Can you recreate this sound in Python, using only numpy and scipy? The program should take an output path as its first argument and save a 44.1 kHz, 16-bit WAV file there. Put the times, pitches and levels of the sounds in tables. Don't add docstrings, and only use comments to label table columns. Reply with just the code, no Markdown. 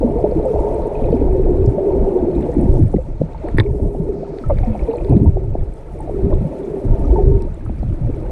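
import sys
import numpy as np
from scipy import signal
from scipy.fft import rfft, irfft, next_fast_len
from scipy.io import wavfile
from scipy.ndimage import uniform_filter1d, minimum_filter1d

SR = 44100
rng = np.random.default_rng(int(sys.argv[2]) if len(sys.argv) > 2 else 0)


def master(y):
    cut = np.clip(np.atleast_2d(y).T, -1, 1)
    pcm = np.round(cut * 32767)
    wavfile.write(sys.argv[1], SR, pcm.astype(np.int16))


N = 366471
TIME = np.arange(N) / SR


def amp(db):
    return 10 ** (np.asarray(db) / 20)


def evened(x):
    return x / np.sqrt(np.mean(x ** 2) + 1e-20)


def steadied(x, seconds):
    size = max(int(seconds * SR), 8)
    power = abs(uniform_filter1d(uniform_filter1d(x ** 2, size), size))
    return x / np.sqrt(power + 1e-20)


def curve(rows, order=1):
    columns = np.transpose(rows)
    return np.interp(TIME, columns[0], columns[order])


def coloured(x, points):
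    size = next_fast_len(N + 8192)
    hz, db = np.transpose(points)
    bins_hz = np.fft.rfftfreq(size, 1 / SR)
    gain = amp(np.interp(np.log(bins_hz + 1), np.log(hz), db))
    return irfft(rfft(x, size) * gain, size)[:N]


def add(mix, s, sound):
    part = mix[max(round(s * SR), 0):][:len(sound)]
    part += sound[:len(part)]


def swell(start, length, attack_s, release_s):
    rise = np.clip((TIME - start) / attack_s + .5, 0, 1)
    return rise * np.exp(-np.clip((TIME - start - length) / release_s, 0, 20))


def lumps(rate_hz, count=30):
    t = TIME[::256]
    rates_hz = np.linspace(rate_hz / count, rate_hz, count)
    wander = sum(np.sin(2 * np.pi * (hz * t + rng.random())) for hz in rates_hz)
    return evened(np.interp(TIME, t, wander))


def bubble(start_hz, end_hz, t60, settle=0.16, rise_cycles=0.58, rise_share=0.013):
    t = np.arange(int(1.3 * t60 * SR) + 16) / SR
    hz = end_hz + (start_hz - end_hz) * np.exp(-t / (settle * t60))
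    rise_s = rise_cycles / start_hz + rise_share * t60
    onset = (1 - np.exp(-(t / rise_s) ** 2)) ** 2
    envelope = onset * amp(-60 * t / t60)
    return envelope / envelope.max() * np.sin(2 * np.pi * np.cumsum(hz) / SR)


def swarm(low_hz, high_hz, per_s, cycles, spread_db, count=24):
    out = np.zeros(N)
    for hz in np.geomspace(low_hz, high_hz, count):
        ring = bubble(hz * rng.uniform(1.0, 1.1944), hz, cycles / hz)
        births_here = int(per_s * N / SR / count)
        when, strength, sign = rng.random((4000, 3))[:births_here].T
        loudness_db = spread_db * np.minimum(-np.log(1 - strength), 4)
        size = amp(loudness_db) * np.sign(sign - .5)
        births = np.bincount((when * N).astype(int), size, N)
        out += signal.oaconvolve(births, ring * np.sqrt(hz) / np.linalg.norm(ring))[:N]
    return evened(out)


def fuzzy_tone(hz, width_hz):
    turn = np.exp(2j * np.pi * np.cumsum(hz * np.ones(N)) / SR)
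    r = np.exp(-np.pi * width_hz / SR)
    drive = rng.standard_normal(N) + 1j * rng.standard_normal(N)
    slow = signal.lfilter([1], np.poly([r, r]), drive)
    return steadied((turn * slow).real, 0.088)


# start_s, length_s, push_db, thud_db, gurgle_db
SURGES = [(0, 0.043, -30, -34, -19.5), (0.548, 0.061, -16, -34, -24.5), (1.015, 0.12, -17.5, -21.5, -21),
          (1.22, 0.34, -15.5, -22.5, -30), (1.564, 0.14, -16.5, -15, -33), (1.908, 0.15, -16, -27.5, -34),
          (2.569, 0.1, -17.5, -23, -15), (2.69, 0.078, -12, -12.5, -28.5),
          (2.787, 0.08, -15.5, -8.5, -16.5), (2.92, 0.048, -28, -29, -15.5),
          (3.199, 0.014, -34, -17.5, -19.5), (3.544, 0.032, -14.5, -17.5, -20),
          (3.584, 0.047, -25, -8.5, -25), (3.693, 0.04, -30, -11.5, -39), (3.814, 0.072, -16.5, -18, -22.5),
          (3.944, 0.17, -24.5, -34, -29), (4.445, 0.28, -16.5, -18.5, -37), (4.8, 0.045, -19, -29, -29),
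          (5.096, 0.072, -21, -7.5, -17.5), (5.193, 0.077, -24, -10.5, -16), (5.266, .035, -22, -6, -29),
          (5.36, 0.039, -21.5, -20, -31), (5.428, 0.11, -20.5, -18.5, -35.5),
          (5.581, 0.051, -16.5, -19, -34.5), (5.646, 0.07, -23, -39, -47),
          (6.233, 0.031, -15.5, -13, -21.5), (6.306, 0.13, -16, -16, -25.5), (6.851, 0.093, -14, -15, -26),
          (6.987, 0.21, -11.5, -21.5, -25.5), (7.237, 0.13, -10, -11.5, -30),
          (7.648, 0.078, -22.5, -21.5, -41), (7.85, 0.079, -19.5, -17.5, -33),
          (8.02, 0.088, -20, -15.5, -32)]
SURGE_ATTACK_S, SURGE_RELEASE_S = 0.0043, 0.0086


def surging():
    level = 0
    for start, length, *surge_db in SURGES:
        shape = swell(start, length, SURGE_ATTACK_S, SURGE_RELEASE_S)
        level = np.maximum(level, amp(surge_db)[:, None] * shape)
    return level


# pitch_hz, gain_db
FLOW_COLOUR = [(5, -22.5), (15, -15), (26, 5.5), (45, -3), (62, 1.5), (80, -15.5), (120, -23.5), (400, -79),
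               (2000, -130)]
# pitch_hz, gain_db
THUD_COLOUR = [(35, -17), (60, -8.5), (80, 4), (125, 1), (160, -9.5), (210, -16), (500, -61)]
# pitch_hz, gain_db
GURGLE_COLOUR = [(100, -22), (150, 4), (180, -1.5), (280, 0.5), (335, 1.5), (450, -27), (800, -57.5)]
# time_s, rumble_db, gurgle_db
WASH = [(0, -22.5, -23), (.8, -26.5, -30.5), (1.3, -20, -26), (1.8, -29, -25.5), (2.4, -25, -22.5),
        (2.85, -21, -29), (3.08, -24.5, -39), (3.35, -31.5, -37), (3.65, -20.5, -32.5), (4.3, -36, -29),
        (4.7, -32, -38), (4.95, -28.5, -31.5), (5.25, -16, -34), (5.8, -34.5, -43), (6.3, -22.5, -28),
        (6.62, -39.5, -31), (7.3, -19, -25), (7.55, -26, -33), (8.31, -21.5, -30.5)]
WASH_THUD_DB = -3.5
WASH_LUMPS_DB, WASH_LUMPS_HZ = 2, 9
PUSH_DB, THUD_DB, GURGLE_DB = 1, -2, -0.3


def flow(surges):
    push = steadied(coloured(rng.standard_normal(N), FLOW_COLOUR), 0.2)
    big = swarm(50.3, 216.0, per_s=120, cycles=8.0, spread_db=1.0)
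    thuds = steadied(coloured(big, THUD_COLOUR), 0.049)
    pockets = swarm(127.0, 423.0, per_s=110, cycles=14.8, spread_db=2.0)
    gurgle = steadied(coloured(pockets, GURGLE_COLOUR), 0.064)
    rumble_db = curve(WASH)
    wash = amp([rumble_db, rumble_db + WASH_THUD_DB, curve(WASH, order=2)])
    wash = wash * amp(WASH_LUMPS_DB * lumps(WASH_LUMPS_HZ))
    layers = [push * amp(PUSH_DB), thuds * amp(THUD_DB), gurgle * amp(GURGLE_DB)]
    return (np.maximum(wash, surges) * layers).sum(axis=0)


# time_s, pitch_hz
MOAN_PITCH = [(0, 421.7), (1, 423.8), (1.3, 380.3), (1.9, 389.6), (2.4, 354.5), (2.8, 359.5), (3.7, 400),
              (6.3, 386.9), (7.3, 394.8), (8.3, 398.4)]
# start_s, length_s, level_db
MOANS = [(0, 0.74, -23), (0.607, 0.9, -25), (1.2, 0.6, -17.5), (1.726, 0.74, -17), (2.578, 0.23, -21),
         (3.615, 0.69, -26.5), (4.327, 0.045, -24), (5.03, 0.25, -21), (5.356, 0.12, -29),
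         (5.498, 0.18, -34), (6.094, 0.26, -22), (6.569, 0.28, -24), (6.893, 0.53, -31), (7.108, 0.28, -18),
         (8.096, 0.27, -35.5)]
MOAN_ATTACK_S, MOAN_RELEASE_S = 0.061, 0.05
MOAN_ARCH_DB, MOAN_REST_DB = 5, -66
MOAN_WIDTH_HZ, MOAN_CORE_WIDTH_HZ = 110, 28.6
MOAN_CORE_DB = 1.25
MOAN_LUMPS_DB, MOAN_LUMPS_HZ = 0.9, 10


def moan():
    pitch = curve(MOAN_PITCH)
    wide = fuzzy_tone(pitch, MOAN_WIDTH_HZ)
    core = fuzzy_tone(pitch, MOAN_CORE_WIDTH_HZ)
    tone = wide + amp(MOAN_CORE_DB) * core
    level = amp(MOAN_REST_DB)
    for start, length, db in MOANS:
        off_centre = np.clip(2 * (TIME - start) / length - 1, -1, 1)
        arch = amp(db - MOAN_ARCH_DB * off_centre ** 2)
        level = np.maximum(level, arch * swell(start, length, MOAN_ATTACK_S, MOAN_RELEASE_S))
    return steadied(tone, 0.12) * level * amp(MOAN_LUMPS_DB * lumps(MOAN_LUMPS_HZ))


# pitch_hz, gain_db
CHURN_COLOUR = [(180, -20.5), (330, -2.5), (450, 1), (560, -1), (700, -5.5), (800, -11), (895, -9.5),
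                (980, -18), (1120, -30), (1500, -55), (2500, -52.5)]
# time_s, level_db
CHURN = [(0.0, -24.5), (.33, -29.5), (0.71, -23), (1.48, -31.5), (1.83, -27), (2.1, -27), (2.64, -29.5),
         (3.01, -42), (3.63, -37.5), (4.4, -38.5), (4.95, -29), (5.37, -40), (5.76, -41), (6.04, -39),
         (6.2, -34.5), (7.13, -33), (7.48, -41), (7.8, -46), (8.31, -34.5)]
CHURN_DB = 2
CHURN_LUMPS_DB, CHURN_LUMPS_HZ = 1.0, 6
# start_s, length_s, level_db
BURSTS = [(0.239, 0.028, -22.5), (2.735, 0.051, -26), (2.934, 0.0067, -27), (3.434, 0.07, -27),
          (4.497, 0.0081, -19.5), (5.072, 0.082, -27), (5.545, 0.0074, -29), (6.308, 0.031, -24),
          (7.1, 0.019, -22.5)]
BURST_ATTACK_S, BURST_RELEASE_S = 0.0096, 0.02


def churn():
    crowd = swarm(309.3, 1434.5, per_s=1100, cycles=43.6, spread_db=1.5, count=36)
    crowd = coloured(crowd, CHURN_COLOUR)
    level = amp(curve(CHURN) + CHURN_DB + CHURN_LUMPS_DB * lumps(CHURN_LUMPS_HZ))
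    for start, length, db in BURSTS:
        level = np.maximum(level, amp(db) * swell(start, length, BURST_ATTACK_S, BURST_RELEASE_S))
    return steadied(crowd, 1.0) * level


# start_s, length_s, depth_db
DULL_SPELLS = [(3.04, 0.36, -7), (4.13, 0.19, -11), (5.295, 0.32, -2), (7.194, 0.5, -2)]
DULL_FADE_S, DULL_ABOVE_HZ = .18, 8400


def dulled(hiss):
    high_pass = signal.butter(5, DULL_ABOVE_HZ, "highpass", fs=SR, output="sos")
    top = signal.sosfiltfilt(high_pass, hiss)
    depth_db = sum(db * swell(start, length, DULL_FADE_S, DULL_FADE_S / 2)
                   for start, length, db in DULL_SPELLS)
    return hiss + top * (amp(depth_db) - 1)


# pitch_hz, gain_db
FIZZ_COLOUR = [(700, -4.5), (1200, 6.5), (1600, 0), (2300, -1), (2600, -5), (2900, -10), (4200, -13),
               (5200, -23.5), (9000, -46), (15000, -73.5)]
# time_s, level_db
FIZZ = [(0.0, -53.5), (0.74, -50.5), (1.5, -53.5), (2.66, -52.5), (2.98, -58), (3.21, -57.5), (3.49, -49.5),
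        (3.66, -59), (3.91, -61), (4.26, -55.5), (4.63, -51.5), (5.05, -53), (5.23, -56), (5.53, -59),
        (6.25, -53), (7.03, -52.5), (7.48, -55.5), (8.31, -53)]
# pitch_hz, gain_db
HISS_COLOUR = [(2000, -7.5), (3500, -4), (6000, -2), (7200, -4.5), (8400, 0), (10000, -2.5), (11500, -9),
               (13500, -15.5), (15000, -34.5)]
# time_s, level_db
HISS = [(0.0, -64), (0.35, -63.5), (0.62, -60.5), (1.41, -64), (2.17, -64), (2.75, -60), (3.03, -65.5),
        (3.52, -65), (3.7, -64.5), (4.3, -64.5), (4.63, -64), (4.98, -62), (5.21, -65.5), (5.55, -68),
        (6.32, -63.5), (7.01, -63), (7.48, -66.5), (8.31, -65.5)]
FIZZ_DB, HISS_DB = 0.5, -0.5
HISS_LUMPS_DB, HISS_LUMPS_HZ = 1.6, 22.1
# pitch_hz, gain_db
RASP_COLOUR = [(1400, -23), (2100, -2.5), (2500, 2.5), (2750, -10.5), (3100, -10), (4200, -19.5),
               (5500, -38)]
# start_s, length_s, level_db
RASPS = [(0.945, 0.098, -55), (1.055, 0.1, -59.5), (1.171, 0.042, -54.5), (2.34, 0.13, -60.5),
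         (4.601, 0.58, -60)]
RASP_ATTACK_S, RASP_RELEASE_S, RASP_REST_DB = 0.016, 0.0092, -74


def fizz():
    small = rng.standard_normal(N) + amp(-11.5) * swarm(1100, 4800, per_s=240, cycles=55, spread_db=3.5)
    spray = evened(coloured(small, FIZZ_COLOUR)) * amp(curve(FIZZ) + FIZZ_DB)
    tiny = rng.standard_normal(N) + amp(-11.0) * swarm(4800, 10500, per_s=220, cycles=31, spread_db=3.5)
    hiss_level = amp(curve(HISS) + HISS_DB + HISS_LUMPS_DB * lumps(HISS_LUMPS_HZ))
    hiss = dulled(evened(coloured(tiny, HISS_COLOUR))) * hiss_level
    rasp = swarm(1700, 4600, per_s=560, cycles=32, spread_db=5.0)
    spells = amp(RASP_REST_DB) + sum(amp(db) * swell(start, length, RASP_ATTACK_S, RASP_RELEASE_S)
                                     for start, length, db in RASPS)
    crackle = steadied(coloured(rasp, RASP_COLOUR), .1) * spells
    return spray + hiss + crackle


# time_s, peak_db, starting_pitch_hz, final_pitch_hz, ring_s
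BUBBLES = [ (0.026, -10, 545, 441, 0.12), (0.04, -7, 261, 223, 0.19), (.158, -12.5, 439, 505, 0.15),
           (.185, -20, 710, 684, 0.11), (0.239, -3.5, 408, 380, 0.031), (.243, -10, 647, 537, 0.11),
           (.32, -9, 554, 434, 0.054), (.357, -9, 335, 311, 0.19), (.449, -10, 540, 496, 0.24),
           (.451, -12.5, 650, 584, 0.039), (.503, -8, 454, 423, 0.12), (.559, -9.5, 602, 660, 0.043),
            (0.669, -23.5, 858, 950, 0.11), (1.042, -37.5, 2480, 2480, 0.02), (1.125, -6, 493, 436, 0.079),
           (1.136, -7.5, 264, 237, 0.09), (1.211, -10, 525, 398, 0.066), (1.212, -14, 287, 265, 0.12),
           (1.345, -18, 533, 510, 0.27), (1.503, -7, 375, 362, 0.13), (1.669, -8, 126, 112, 0.11),
           (1.781, -9.5, 598, 575, 0.064), (1.865, -5, 417, 386, 0.13), (1.947, -20, 587, 478, 0.078),
           (2.16, -12, 453, 494, 0.075), (2.275, -8, 390, 372, 0.19), (2.482, -12.5, 487, 487, 0.13),
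           (2.61, -22, 197, 180, 0.066), (2.8, -13, 320, 302, 0.09), (2.565, -5.5, 304, 280, 0.064),
           (2.941, -7, 530, 185, 0.068), (2.963, -40, 2030, 1900, .024), (2.982, -15.5, 508, 520, 0.081),
           (3.213, -8.5, 370, 149, 0.012), (3.216, -17.5, 576, 497, 0.031), (3.229, -12, 163, 158, 0.088),
           (3.345, -27.5, 890, 890, 0.063), (3.44, -20, 357, 300, 0.1), (3.451, -17, 522, 643, 0.053),
           (3.583, -5, 427, 284, 0.029), (3.598, -5.5, 423, 298, 0.035), (3.632, -39.5, 2330, 2260, 0.018),
           (3.648, -16, 396, 439, 0.32), (3.662, -38.5, 2260, 2220, 0.025), (3.996, -10.5, 162, 165, 0.075),
           (4.087, -12.5, 457, 360, 0.12), (4.437, -29.5, 1290, 1300, 0.075),
           (4.499, -21, 1010, 890, 0.021), (4.504, -26.5, 1130, 1190, 0.044),
           (4.501, -42, 2040, 2140, 0.048), (4.503, -7, 636, 514, 0.088), (4.632, -22.5, 763, 720, 0.1),
           (4.599, -28, 341, 275, 0.24), (4.666, -14, 236, 202, 0.34), (4.751, -18.5, 755, 720, 0.035),
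           (4.793, -34.5, 2180, 2280, .026), (4.882, -9, 463, 442, 0.15), (4.886, -15.5, 293, 270, 0.076),
           (4.933, -17.5, 482, 484, 0.2), (4.936, -21, 830, 900, .042), (4.958, -46, 4150, 4220, 0.022),
           (4.983, -38, 2420, 2480, 0.027), (5.122, -18.5, 706, 660, 0.061), (5.143, -9, 330, 317, 0.073),
           (5.162, 1.5, 220, 189, 0.048), (5.255, -12, 286, 297, 0.1), (5.258, -27, 905, 943, 0.092),
           (5.355, -17.5, 372.5, 366.3, 0.26), (6.001, -25.5, 820, 900, 0.087),
           (6.261, -11, 183, 170, 0.073), (6.327, -27, 1080, 980, 0.037), (6.414, -19.5, 213, 203, 0.091),
           (6.447, -10.5, 163, 154, 0.09), (6.441, -23, 615, 487, 0.072), (7.045, -35, 1180, 1270, 0.059),
           (7.124, -13.5, 337, 392, 0.18), (7.157, -18, 897, 887, 0.13), (7.184, -17.5, 732, 743, 0.097),
           (7.66, -37, 1350, 1260, 0.05), (7.698, -16.5, 274, 212, 0.04), (7.832, -15.5, 266, 195, 0.043),
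           (8.004, -15, 168, 161, 0.11), (8.089, -14, 265, 307, 0.054)]


def near_bubbles():
    out = np.zeros(N)
    for s, db, start_hz, end_hz, t60 in BUBBLES:
        add(out, s, amp(db) * bubble(start_hz, end_hz, t60))
    return out


# time_s, peak_db, centre_hz
SNAPS = [(.091, -49, 9700), (.312, -47, 4700), (.455, -43, 8000), (.601, -45, 8000), (0.745, -42.5, 8400),
         (.87, -44, 9200), (1.12, -47, 4040), (1.149, -50, 5070), (1.329, -44, 9100), (1.66, -43, 7700),
         (1.661, -44, 5230), (2.35, -46, 3700), (2.541, -44, 8700), (2.6115, -39, 8860), (2.739, -43, 8700),
         (2.794, -41, 8800), (2.8255, -48, 9800), (2.881, -45, 9000), (3.4855, -45, 8560),
         (3.5765, -34, 8800), (3.577, -43, 12000), (3.5865, -37, 9100), (3.6046, -37, 8500),
         (3.605, -44, 11000), (4.487, -42, 8700), (4.57, -41, 2200), (4.633, -40, 2280), (4.648, -47, 5200),
         (4.747, -48, 2700), (4.834, -48, 5200), (4.87, -52, 3470), (4.912, -41, 2570), (4.931, -48, 4200),
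         (4.97, -43.5, 8060), (5.092, -46, 4170), (5.095, -41, 8900), (5.2465, -47, 9400),
         (5.738, -45, 8500), (5.99, -46, 8600), (6.006, -39.5, 8800), (6.3485, -45, 8500),
         (7.054, -46.5, 5800), (7.111, -46, 3300), (7.4216, -39.5, 8600), (7.422, -45, 5200),
         (7.544, -45, 7700), (7.653, -47, 9300), (7.79, -52, 5100)]
SNAP_DECAY_CYCLES, SNAP_WIDTH = 9.0, .18


def snaps():
    out, t = np.zeros(N), np.arange(1024) / SR
    for s, db, hz in SNAPS:
        edges_hz = hz * np.exp([-SNAP_WIDTH / 2, SNAP_WIDTH / 2])
        band = signal.butter(3, edges_hz, "bandpass", fs=SR, output="sos")
        burst = rng.standard_normal(len(t)) * np.exp(-t * hz / SNAP_DECAY_CYCLES)
        snap = signal.sosfilt(band, burst)
        add(out, s, amp(db) * snap / abs(snap).max())
    return out


# time_s, peak_db, lowest_hz, highest_hz
PLOPS = [(.243, -15, 250, 795), (.392, -14, 480, 710), (.536, -18, 397, 800), (2.939, -11.5, 250, 815),
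         (3.084, -22, 120, 370), (3.215, -5, 130, 610), (3.797, -13.5, 200, 640), (3.948, -18, 333, 814),
         (4.228, -18, 454, 720), (4.502, -27, 497, 1080), (5.369, -13, 280, 770), (5.552, -9, 173, 760),
         (6.07, -24, 580, 774), (6.092, -14.5, 424, 750), (7.663, -30, 500, 1500), (7.695, -20, 160, 830),
         (7.83, -17.5, 160, 790), (8.096, -16, 223, 530)]


def plops():
    out = np.zeros(N)
    for s, db, low_hz, high_hz in PLOPS:
        band = signal.butter(7, [low_hz, high_hz], "bandpass", fs=SR, output="sos")
        plop = signal.sosfilt(band, signal.unit_impulse(4096))
        add(out, s, amp(db) * plop / abs(plop).max())
    return out


# start_s, length_s, centre_hz, level_db
SWISHES = [(0.454, 0.21, 5370, -69.5), (2.745, 0.018, 5750, -61), (3.73, 0.26, 9200, -69.5),
           (4.146, .28, 4600, -66.5), (7.03, 0.2, 5400, -70)]
SWISH_ATTACK_S, SWISH_RELEASE_S = .04, .035
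SWISH_WIDTH = 0.41


def swishes():
    out = np.zeros(N)
    for start, length, hz, db in SWISHES:
        b, a = signal.iirpeak(hz, 1 / SWISH_WIDTH, fs=SR)
        once = signal.lfilter(b, a, rng.standard_normal(N))
        band = signal.lfilter(b, a, once)
        out += evened(band) * amp(db) * swell(start, length, SWISH_ATTACK_S, SWISH_RELEASE_S)
    return out


# start_s, length_s, level_db
WHINES = [(0.546, 0.36, -39), (6.895, 0.037, -46), (7.285, 0.15, -44.5)]
WHINE_HZ, WHINE_WIDTH_HZ = 920, 35


def whine():
    level = sum(amp(db) * swell(start, length, MOAN_ATTACK_S, MOAN_RELEASE_S)
                for start, length, db in WHINES)
    return fuzzy_tone(WHINE_HZ, WHINE_WIDTH_HZ) * level


# pitch_hz, gain_db
CRACK_COLOUR = [(400, -18), (1200, 17), (2200, 13), (2800, -6), (3500, 0.5), (4700, 3.5), (5600, -33.5),
                (7000, -27.5), (8700, -16.5), (11000, -29.5), (15000, -47.5)]
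# pitch_hz, level_db, ring_s
HOUSING = [(900, 15, 0.018), (1050, 1, 0.037), (1800, 1.5, 0.014), (1903, 7, 0.01), (2160, -8.5, 0.019),
           (3574, 1, 0.0062), (3900, -14.5, 0.013), (4670, -17, 0.011), (8700, -22.5, 0.0042)]
# time_s, peak_db, focus_hz, crack_db
CLICKS = [(2.428, -38, 3300, 5), (2.8254, -36, 2600, 15), (3.486, -27.5, 1900, 0), (3.571, -31, 2500, -4),
          (3.5839, -6.5, 1950, -11), (3.5843, -22.5, 5000, -9), (3.586, -26, 2500, 2),
          (3.5922, -25, 2100, -15), (3.5995, -12, 1800, 6), (3.5991, -9, 3570, -22),
          (3.605, -14, 1700, -12), (3.613, -36, 3400, -1), (3.639, -44, 3300, -14),
          (4.386, -30.5, 3600, 31), (4.586, -26.5, 2600, 20), (5.047, -35, 4300, 7), (5.167, -35, 3200, -7),
          (6.338, -40, 3700, -12), (7.422, -38, 4000, 16)]
CLICK_FOCUS_DB, CRACK_FOCUS_DB = 17, 8


def clicks():
    out, t = np.zeros(N), np.arange(2048) / SR
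    bins = abs(np.fft.fftfreq(len(t), 1 / SR)) + 1
    crack_hz, crack_db = np.transpose(CRACK_COLOUR)
    colour_db = np.interp(np.log(bins), np.log(crack_hz), crack_db)
    for s, db, focus_hz, dry_db in CLICKS:
        ring = 0
        for hz, mode_db, t60 in HOUSING:
            focused_db = mode_db - CLICK_FOCUS_DB * abs(np.log2(hz / focus_hz))
            ring = ring + amp(focused_db - 60 * t / t60) * np.sin(2 * np.pi * hz * t)
        ring = ring * (1 - np.exp(-t / 0.0031))
        gain = amp(colour_db - CRACK_FOCUS_DB * abs(np.log2(bins / focus_hz)))
        crack = np.fft.ifft(np.exp(signal.hilbert(np.log(gain)).conj())).real
        tap = ring / abs(ring).max() + amp(dry_db) * crack / abs(crack).max()
        add(out, s, amp(db) * tap / abs(tap).max())
    return out


def scene():
    water = flow(surging()) + moan() + churn() + fizz()
    details = near_bubbles() + snaps() + plops() + swishes() + whine() + clicks()
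    return (water + details)[None]


EDGE_HZ = 15100


def record(dry):
    room = np.minimum(1, .93 / (abs(dry) + 1e-9))
    held = minimum_filter1d(room, size=260)
    gain = uniform_filter1d(uniform_filter1d(held, size=130), size=130)
    low_pass = signal.firwin(511, EDGE_HZ, window=("kaiser", 9), fs=SR)
    return signal.oaconvolve(dry * gain, low_pass[None], "same")


dry = scene()
out = record(dry)
master(out)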